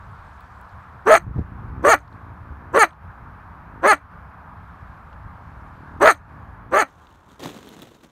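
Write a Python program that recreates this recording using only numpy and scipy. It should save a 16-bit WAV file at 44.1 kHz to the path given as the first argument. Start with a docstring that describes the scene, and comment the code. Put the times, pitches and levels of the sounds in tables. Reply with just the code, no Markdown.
"""Over the steady hiss of a far road, with rustling grass and a light wind bumping the microphone, a coyote
barks six times from about one second in, with low growls between; small ticks are scattered throughout.
Two parts of its larynx vibrate at once: a low arching voice and, early in each bark, a higher one that roughens it.
From 6.5 seconds the field fades, fast and then slowly; soon boots crunch through snow.
Pulses and puffs of air ring resonances to make the animal; shaped noise makes nearly all the rest."""
import sys
import numpy as np
from scipy import signal
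from scipy.io import wavfile
from scipy.ndimage import uniform_filter1d, minimum_filter1d

SR = 44100
rng = np.random.default_rng(int(sys.argv[2]) if len(sys.argv) > 2 else 0)


def to_wav(s):
    """Save 16-bit WAV."""
    ch = np.atleast_2d(s).T  # columns
    pcm = np.round(np.clip(ch, -1, 1) * 32767)  # PCM
    wavfile.write(sys.argv[1], SR, pcm.astype(np.int16))


N = 357647  # length in samples


def gain_of(db):
    """Turns decibels into a factor."""
    return 10 ** (np.asarray(db) / 20)


def evened(x):
    """Scales a signal to an rms (average strength) of 1."""
    return x / np.sqrt(np.mean(x ** 2) + 1e-20)


def curve(rows, t):
    """Reads each column of a table at times t, with straight lines between rows."""
    seconds, *columns = np.transpose(rows)
    return [np.interp(t, seconds, column) for column in columns]


def add(mix, start, sound):
    """Mixes a sound in at start seconds."""
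    part = mix[round(start * SR):][:len(sound)]
    part += sound[:len(part)]


def wobble(count, size):
    """Smooth chance of rms 1 that changes over about size samples."""
    once = uniform_filter1d(rng.standard_normal(count), size)
    return evened(uniform_filter1d(once, size))


def resonate(x, hz, width):
    """Shifts the frequency hz down to zero, smooths, and shifts back: a resonance of gain 1."""
    turn = np.exp(2j * np.pi * np.cumsum(hz * np.ones(len(x))) / SR)
    r = np.exp(-np.pi * abs(width) / SR)
    return 2 * (turn * signal.lfilter([1 - r], [1, -r], x / turn)).real


def ring(x, modes, factor):
    """Steep resonances side by side, with signs taking turns; one factor moves all their frequencies."""
    total = 0
    for k, (hz, width, db) in enumerate(modes):
        once = resonate(x, hz * factor, width)
        total = total + (-1) ** k * gain_of(db) * resonate(once, hz * factor, 2 * width)
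    return total


def hiss(spectrum, patchy_db, size):
    """Noise of the given spectrum, of rms 1, whose short-time spectra carry drifting patches."""
    frames, bins_hz = 4 * N // size + 5, np.fft.rfftfreq(size, 1 / SR)
    a, b, patches = rng.standard_normal((frames, len(bins_hz), 3)).T
    patches = evened(uniform_filter1d(uniform_filter1d(patches, 12, 0), 14, 1))
    hz, db = np.transpose(spectrum)
    colour_db = np.interp(np.log(bins_hz + 1), np.log(hz + 1), db, left=-100, right=-100)[:, None]
    z = (a + 1j * b) * gain_of(colour_db + patchy_db * patches)
    return evened(signal.istft(z, nperseg=size, noverlap=3 * size // 4)[1][:N])


def coyote():
    """Growls and barks, with one quick reflection off the soil."""
    # Low voice, one row a bark. Each row: start in seconds, attack in seconds, effort after the attack in dB,
    # effort peak in seconds into the bark, peak effort in dB, first pitch in Hz, pitch top in seconds into
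    # the bark, top pitch in Hz, last pitch in Hz, chest tone peak in seconds into the bark,
    # chest tone in dB, rasp in dB.
    low_rows = [(1.052, .022, -14.5, 0.096, -6.5, 344.8, 0.045, 449, 349.2, 0.047, -10, -27.5),
                (1.826, 0.021, -19, 0.094, -2.5, 289.8, .07, 470.2, 288.4, 0.059, -12, -26),
                (2.727, 0.024, -20, 0.09, -2, 292.6, 0.059, 458, 316, 0.057, -14, -27.5),
                (3.818, 0.027, -15, 0.089, -2, 291, 0.069, 433.8, 290.8, 0.054, -19.5, -30),
                (5.998, 0.018, -14.5, 0.091, -4, 294.7, .07, 469.4, 295.2, 0.044, -15, -26.5),
                (6.707, 0.024, -20.5, 0.093, -7.5, 288.8, 0.084, 437.2, 276.3, 0.06, -22.5, -33)]
    # High voice, one row a bark. Each row: start in seconds, length in seconds, first pitch in Hz,
    # last pitch in Hz, effort in dB, effort gained on the way in dB.
    high_rows = [(1.092, 0.073, 581, 681, -8.5, -6.5), (1.834, 0.087, 465, 688.4, -20.5, 2.5),
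                 (2.736, 0.053, 468.4, 607.6, -18.5, -7), (3.831, 0.065, 491.8, 637, -20, -2),
                 (6.005, .088, 504.5, 682.3, -23, 9.5), (6.716, 0.088, 472, 672, -24, -3)]
    # Where each bark turns clear. Each row: from in seconds, to in seconds, roughness there (0-1),
    # roughness elsewhere (0-1).
    clear_rows = [(1.11, 1.145, .3, .5), (1.902, 1.932, .03, .55), (2.793, 2.83, .02, .55),
                  (3.878, 3.92, .02, .55), (6.09, 6.115, .3, .55), (6.79, 6.82, .12, .5)]
    # Low growls. Each row: start in seconds, end in seconds, first pulse rate in Hz, last pulse rate in Hz,
    # level at the start in dB, swell towards the bark in dB.
    growl_rows = [(1.442, 1.858, 52.74, 66.45, -50, 17.5), (2.08, 2.759, 53, 61.96, -50, 7.5),
                  (3.099, 3.852, 47.55, 50.07, -57.5, 14.5), (4.149, 6.029, 33.69, 38.49, -61, 15.5),
                  (6.25, 6.741, 45.94, 60.4, -53, 11)]
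    out = np.zeros(N)
    for row in growl_rows:
        add(out, *growl(*row))
    for parts in zip(low_rows, high_rows, clear_rows):
        add(out, *bark(*parts))
    return out + 0.15 * np.roll(out, round(.0035 * SR))


def bark(low, high, clear):
    """Both voices and their puffs of air ring the throat; chest tone and rasp join in."""
    # Throat and mouth, ahead of the mouth factor. Each row: centre in Hz, width in Hz, level in dB.
    throat_modes = [(682, 286, -2.5), (1328, 265, 1), (1880, 266, -2.5), (2330, 200, -6.5),
                    (2670, 990, -20.5)]
    start, *low_settings, rasp_peak_db = low
    u = np.arange(SR // 4) / SR  # seconds into the bark
    t = start + u
    hz, effort_db, mouth, chest_db = low_voice(u, *low_settings)
    high_hz, high_db = high_voice(t, *high)

    clear_from, clear_to, smooth, coarse = clear
    rough = np.interp(t, [clear_from - .006, clear_from, clear_to, clear_to + 0.003],
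                      [coarse, smooth, smooth, coarse])
    turns, pulses = folds(hz, rough, tilt=0.18, count=26)
    high_turns, high_pulses = folds(high_hz, rough * 0.52, tilt=1.5, count=8)
    # air rushes most at the start of each turn of the low voice
    puffs = evened((.3 + np.exp(-(turns % 1) / 0.34)) * rng.standard_normal(len(t)))

    sounding, high_sounding = gain_of(effort_db), gain_of(high_db)
    # the high voice also squeezes the air that drives the low one, which gives sidebands
    high_share = high_sounding / (sounding + high_sounding)
    coupling = 1 + 3.4 * high_share * np.cos(2 * np.pi * high_turns)
    breath = 3.0 * (rough + .1) * puffs
    drive = sounding * (pulses * coupling + breath) - 1.6 * high_sounding * high_pulses
    throat = swallow(ring(drive, throat_modes, mouth))

    chest = np.sqrt(2) * gain_of(chest_db) * np.cos(2 * np.pi * turns)
    chest *= gain_of(9.0 * rough * np.tanh(wobble(len(t), size=90)))

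    rasp_sound = rasp(u, low_settings[0], rasp_peak_db, rough, mouth, puffs, pulses)
    voice = -gain_of(5.0) * throat - chest + rasp_sound
    return start, np.minimum(u / 0.0023, 1) * voice  # starts from silence


def low_voice(u, attack, early_db, peak_s, peak_db, first_hz, top_s, top_hz, last_hz, chest_s, chest_db):
    """Pitch arches, effort swells and dies, and the mouth opens, at u seconds into a bark; also the chest level."""
    fallen_s = .123  # the pitch has dropped by this time
    rising = np.clip(1 - u / top_s, 0, 1)
    falling = np.clip((u - top_s) / (fallen_s - top_s), 0, 1)
    hz = top_hz - (top_hz - first_hz) * rising ** 1.25 - (top_hz - last_hz) * falling ** 2.2

    # effort: curved attack, straight climb, curved release, then a weak tail that outlasts the release
    silent_db, release_s = -57, 0.041
    late = np.maximum(u - peak_s, 0)
    tail_db = -28.5 - 480.5 * np.maximum(late - release_s, 0)
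    release_db = np.maximum(-29 * (late / release_s) ** 2.23, tail_db)
    effort_db = np.interp(u, [attack, peak_s], [early_db, peak_db]) + release_db
    effort_db = effort_db + (silent_db - early_db) * np.maximum(1 - u / attack, 0) ** 1.5

    # mouth as a factor on the throat frequencies: snaps open, then widens
    shut, opened, wide = 0.53, 0.85, 0.998
    mouth = opened + (shut - opened) * np.exp(-u / .013) + (wide - opened) * np.minimum(u / .12, 1)
    return hz, effort_db, mouth, chest_level(u, attack, chest_s, chest_db, effort_db)


def chest_level(u, attack, chest_s, chest_db, effort_db):
    """The chest tone climbs to its peak, then falls to a rest level that stays under the dying effort; in dB."""
    start_db, climb_db_per_s, fall_db_per_s = -50.5, 246.5, 701.5
    after_attack_db = chest_db - climb_db_per_s * (chest_s - attack)
    climb_db = np.interp(u, [0, attack, chest_s], [start_db, after_attack_db, chest_db])
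    rest_db = np.minimum(-30.5, effort_db - 7.5)
    fall_db = np.maximum(chest_db - fall_db_per_s * (u - chest_s), rest_db)
    return np.where(u < chest_s, climb_db, fall_db)


def high_voice(t, start, length, first_hz, last_hz, db, gain_db):
    """The pitch climbs all the way; effort attacks, drifts steadily and lets go."""
    attack_s, release_s, edge_db = 0.018, .014, -24.5
    share = np.clip((t - start) / length, 0, 1)
    before = np.maximum(1 - (t - start) / attack_s, 0)
    after = np.maximum(1 - (start + length - t) / release_s, 0)
    hz = first_hz + (last_hz - first_hz) * share ** .7
    return hz, db + gain_db * share + edge_db * (before + after)


def rasp(u, attack, peak_db, rough, mouth, puffs, pulses):
    """Air puffs and voice pulses ring ragged bands at the teeth, in step with the low voice."""
    # Bands of the rasp. Each row: centre as a multiple of the brightest band, width in Hz, level in dB.
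    bands = [(.52, 715, -12.5), (.645, 500, 2), (1.001, 600, 5), (1.34, 650, 0), (1.55, 700, -10),
             (1.8, 1500, -15), (2.15, 1975, -12.5)]
    # Path of the brightest band. Each row: seconds into the bark, frequency in Hz.
    bright_rows = [(0, 5800), (.02, 5950), (.048, 6200), (.066, 6700), (.1, 6450), (.125, 6300)]
    bright_hz = curve(bright_rows, u)[0]
    stop_s, dropped_s = 0.12, 0.12 + 0.021
    rasp_db = peak_db + np.interp(u, [0, attack + 0.011, 0.057, .07, stop_s, dropped_s],
                                  [-36.5, -3, -2.5, 0, 0, -24])
    fading_db = rasp_db - 419 * np.maximum(u - dropped_s, 0)
    flicker = gain_of(3.0 * np.tanh(wobble(len(u), size=150)))
    air = puffs * flicker + 3.0 * (.6 - rough) * pulses
    shut_db = 60 * np.maximum(.98 - mouth, 0)  # the lower bands bloom only once the mouth is open
    ragged = 0
    for k, band in enumerate(bands):
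        # each band flares and sinks on its own as lips and tongue shake
        shake_db = 3.2 * wobble(len(u), size=350) - shut_db * (band[0] < .8)
        ragged = ragged + (-1) ** k * ring(air * gain_of(shake_db), [band], bright_hz)
    return gain_of(fading_db) * evened(swallow(ragged))


def swallow(x):
    """A side pocket of the throat swallows a band around 5400 Hz."""
    return signal.lfilter(*signal.iirnotch(5400, 4.0, SR), x)


def growl(start, end, first_hz, last_hz, level_db, swell_db):
    """Slow slack pulses behind closed jaws, quickening and swelling into the next bark."""
    # Closed-mouth resonances, ahead of a factor of 0.89 on their centres.
    # Each row: centre in Hz, width in Hz, level in dB.
    chest_modes = [(107.3, 107, -1.5), (181, 110, -3), (281.5, 76, -0.5), (462, 220, -13.5)]
    t = np.arange(start, end, 1 / SR)
    share = (t - start) / (end - start)
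    hz = first_hz + (last_hz - first_hz) * share ** .6
    waver_db = 2.5 * wobble(len(t), size=2500)
    db = level_db + swell_db * share ** 2.63 + waver_db
    pulses = folds(hz, np.full(len(t), .2), tilt=.2, count=14)[1]
    edges = signal.windows.tukey(len(t), 2 * .03 / (end - start))  # fades of 0.03 s
    return start, gain_of(db) * evened(ring(pulses, chest_modes, 0.89)) * edges


def folds(hz, rough, tilt, count):
    """A train of closing pulses, each smeared a little; roughness shakes their timing and strength."""
    shaken_hz = hz * (1 + .14 * rough * wobble(len(hz), size=60))
    turns = np.cumsum(shaken_hz) / SR
    pulses = sum(np.cos(2 * np.pi * k * turns - .12 * k * k) * k ** -tilt for k in range(1, count))
    return turns, evened(pulses) * gain_of(11.0 * rough * np.tanh(wobble(len(hz), size=80)))


def snow():
    """Crust breaks in clumps of tiny fractures as weight comes on."""
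    # Weight comes onto the snow. Each row: start in seconds, rise in seconds, peak in dB, fall in dB per second.
    step_rows = [(6.86, 0.015, -59, 43), (7.28, 0.027, -52.5, 197), (7.394, 0.05, -32, 106),
                 (7.62, .11, -45, 58), (7.814, 0.0055, -49.5, 149), (8.03, 0.0059, -46, 452)]
    # Colour of the crunch. Each row: frequency in Hz, relative level in dB per Hz.
    snow_spectrum = [(80, -14.5), (185, 5), (310, 2), (500, -5.5), (1200, -11.5), (2400, -18.5),
                     (3700, -16), (5000, -27), (6400, -21.5), (10500, -32.5), (13000, -31), (15700, -37)]
    t = np.arange(N) / SR
    # about 350 cracks a second, each of its own strength, dying in about 2 ms
    cracks = gain_of(3.5 * np.minimum(rng.exponential(1, N), 4)) * (rng.random(N) < 350 / SR)
    dying = signal.lfilter([1], [1, -np.exp(-1 / (.002 * SR))], cracks)
    clumps = evened(.4 + dying / 4.0)
    weight = gain_of(-60 - 100 * np.maximum(step_rows[0][0] - t, 0))  # soft settling under the steps
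    for start, rise, db, fall_db in step_rows:
        late = t - start - rise
        shape_db = np.where(late < 0, 12 * late / rise, -fall_db * late)
        weight = weight + (t > start) * gain_of(db + shape_db)
    crunch = weight * clumps * hiss(snow_spectrum, patchy_db=0.5, size=256)
    return signal.sosfilt(signal.butter(4, 130, "high", fs=SR, output="sos"), crunch)


def ticks():
    """Short snaps of dying noise that ring in one band, some with a bright edge."""
    # Some trail the barks, others are like grit and dry grass, later twigs and crust.
    # Each row: start in seconds, strength in dB, frequency in Hz, treble in dB relative to the strength.
    tick_rows = [(0.407, -46, 3630, -5), (0.6124, -53, 3220, 4), (0.643, -53, 2850, -23),
                 (0.693, -55, 4500, -13), (1.977, -42, 3680, -29.5), (1.988, -44, 3900, -28),
                 (2.0777, -41, 3850, -27), (2.127, -50, 3900, -30), (2.8903, -42, 3770, -24),
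                 (2.9074, -42, 3290, -28), (2.9317, -45.5, 3280, -28), (3.965, -45, 3700, -28),
                 (3.978, -43, 3570, -24), (5.1297, -43, 2830, -28), (6.145, -34, 3500, -28),
                 (6.895, -57, 5470, -18), (6.9076, -46, 6440, -20), (7.07, -41.5, 3340, -32),
                 (7.1127, -56, 2930, -21), (7.3, -48, 3150, -20), (7.3986, -41, 3580, -15),
                 (7.4383, -23, 4140, -17), (7.5672, -57, 3830, -20), (7.6898, -32, 3340, -7),
                 (7.8197, -27, 3550, -9), (7.9464, -42, 3820, -23), (8.0107, -51.5, 3880, -16.5),
                 (8.0366, -52, 3620, -15)]
    out, t = np.zeros(N), np.arange(SR // 30) / SR
    for start, db, hz, treble_db in tick_rows:
        burst = rng.standard_normal(len(t)) * gain_of(db - 60 * t / 0.013)
        edge = 0.5 * gain_of(treble_db) * np.diff(burst, prepend=0)
        body = 1.62 * resonate(resonate(burst, hz, 1160), hz, 1700)
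        add(out, start, edge + body)
    return out


def gusts():
    """Each gust thumps the microphone: a short low swing with a flutter of turbulence on it."""
    # Each row: start in seconds, strength in dB, frequency in Hz, time to die by 60 dB in seconds.
    gust_rows = [(1.239, -28.5, 75, .08), (1.266, -21.5, 111, 0.023), (1.276, -27, 137, 0.096),
                 (1.291, -30, 64.2, 0.17), (1.31, -25, 128, 0.037), (1.359, -22.5, 136, 0.082),
                 (1.381, -18.5, 83, 0.11), (1.392, -11.5, 186, 0.017), (1.409, -22.5, 105, 0.063),
                 (1.52, -34, 109, 0.11), (1.629, -37, 71, 0.18), (2.505, -33, 70, 0.23)]
    out, t = np.zeros(N), np.arange(SR // 5) / SR
    for start, db, hz, t60 in gust_rows:
        flutter = evened(resonate(resonate(rng.standard_normal(len(t)), 240, 330), 240, 330))
        shape = gain_of(db - 60 * t / t60) * (1 - np.exp(-t / 0.0008))
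        add(out, start, shape * (0.24 * flutter - 2.2 * np.sin(2 * np.pi * hz * t)))
    return out


def wind(t):
    """Wind rumbles in lumps on the microphone: low noise whose level wavers."""
    # Each row: frequency in Hz, relative level in dB per Hz.
    wind_spectrum = [(12, -44), (20, -21), (71, 4), (107, -2), (133, -9), (166, -5.5), (302, -26.5),
                     (330, -28.5), (420, -26), (550, -44.5), (920, -120)]
    # Each row: time in seconds, level in dB ahead of the lumps and the field's fade.
    wind_levels = [(0, -42), (.4, -46.5), (1, -46), (1.25, -36.5), (1.8, -34), (2, -41.5), (3, -44.5),
                   (3.6, -44), (6.75, -41.5), (7, -43.5), (8.11, -46)]
    lumps_db = 1.5 * wobble(N, size=900)
    return gain_of(curve(wind_levels, t)[0] + lumps_db) * hiss(wind_spectrum, patchy_db=1.2, size=2048)


def grass(t):
    """Grass rustles: bright noise that swells and sinks in smooth humps."""
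    # Each row: middle in seconds, half length in seconds, level in dB ahead of the field's fade.
    rustle_rows = [(.3, 0.8, -70), (2.1, .15, -75), (4.8, 0.3, -77), (5.757, 0.61, -74)]
    # Each row: frequency in Hz, relative level in dB per Hz.
    grass_spectrum = [(1500, -33.5), (3000, -1), (4300, -4), (5500, -9.5), (8000, -13), (12000, -24.5)]
    swell = sum(gain_of(db) * np.exp(-((t - middle) / half) ** 2) for middle, half, db in rustle_rows)
    return swell * hiss(grass_spectrum, patchy_db=2.5, size=256)


def road():
    """A far road: steady noise, strongest near 1 kHz."""
    # Each row: frequency in Hz, relative level in dB per Hz.
    road_spectrum = [(150, -51.5), (250, -4.5), (330, -16.5), (443, -11), (508, -10.5), (947, 1.5),
                     (1170, 1), (1680, -5.5), (1890, -13), (2450, -19.5), (2870, -27.5), (7690, -46.5),
                     (12500, -41.5), (15600, -48.5)]
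    return gain_of(-46) * hiss(road_spectrum, patchy_db=0.82, size=1024)


def field():
    """Road, grass and wind together, fading fast and then slowly."""
    fade_from_s, fade_s = 6.52, 0.42
    t = np.arange(N) / SR
    fast_db = -7 * np.clip((t - fade_from_s) / fade_s, 0, 1)
    slow_db = -10 * np.maximum(t - fade_from_s - fade_s, 0)
    return gain_of(fast_db + slow_db) * (road() + grass(t) + wind(t))


def scene():
    """Everything at one microphone."""
    return (coyote() + field() + gusts() + ticks() + snow())[None]


def record(dry):
    """Deep bass is cut; gain control dips at loud moments, holds and lets go; peaks clip softly; treble is cut."""
    power_db = 10 * np.log10(abs(uniform_filter1d(dry[0] ** 2, 600)) + 1e-12)
    dip_db = -np.clip(0.23 * (power_db + 21.0), 0, 6.0)  # dips above -21 dB, by 6 dB at most
    hold = round(.17 * SR)
    held_db = minimum_filter1d(np.r_[np.zeros(hold // 2), dip_db][:N], hold)  # looks back over the hold time
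    thinned = signal.sosfilt(signal.butter(2, 30, "high", fs=SR, output="sos"), dry)
    ducked = thinned * gain_of(uniform_filter1d(held_db, 600))
    limited = ducked / (1 + abs(ducked) ** 6) ** (1 / 6)
    band_limit = signal.firwin(511, 15800, window=("kaiser", 9), fs=SR)  # edge in Hz
    return signal.oaconvolve(limited, band_limit[None], "same")


dry = scene()
out = record(dry)
to_wav(out)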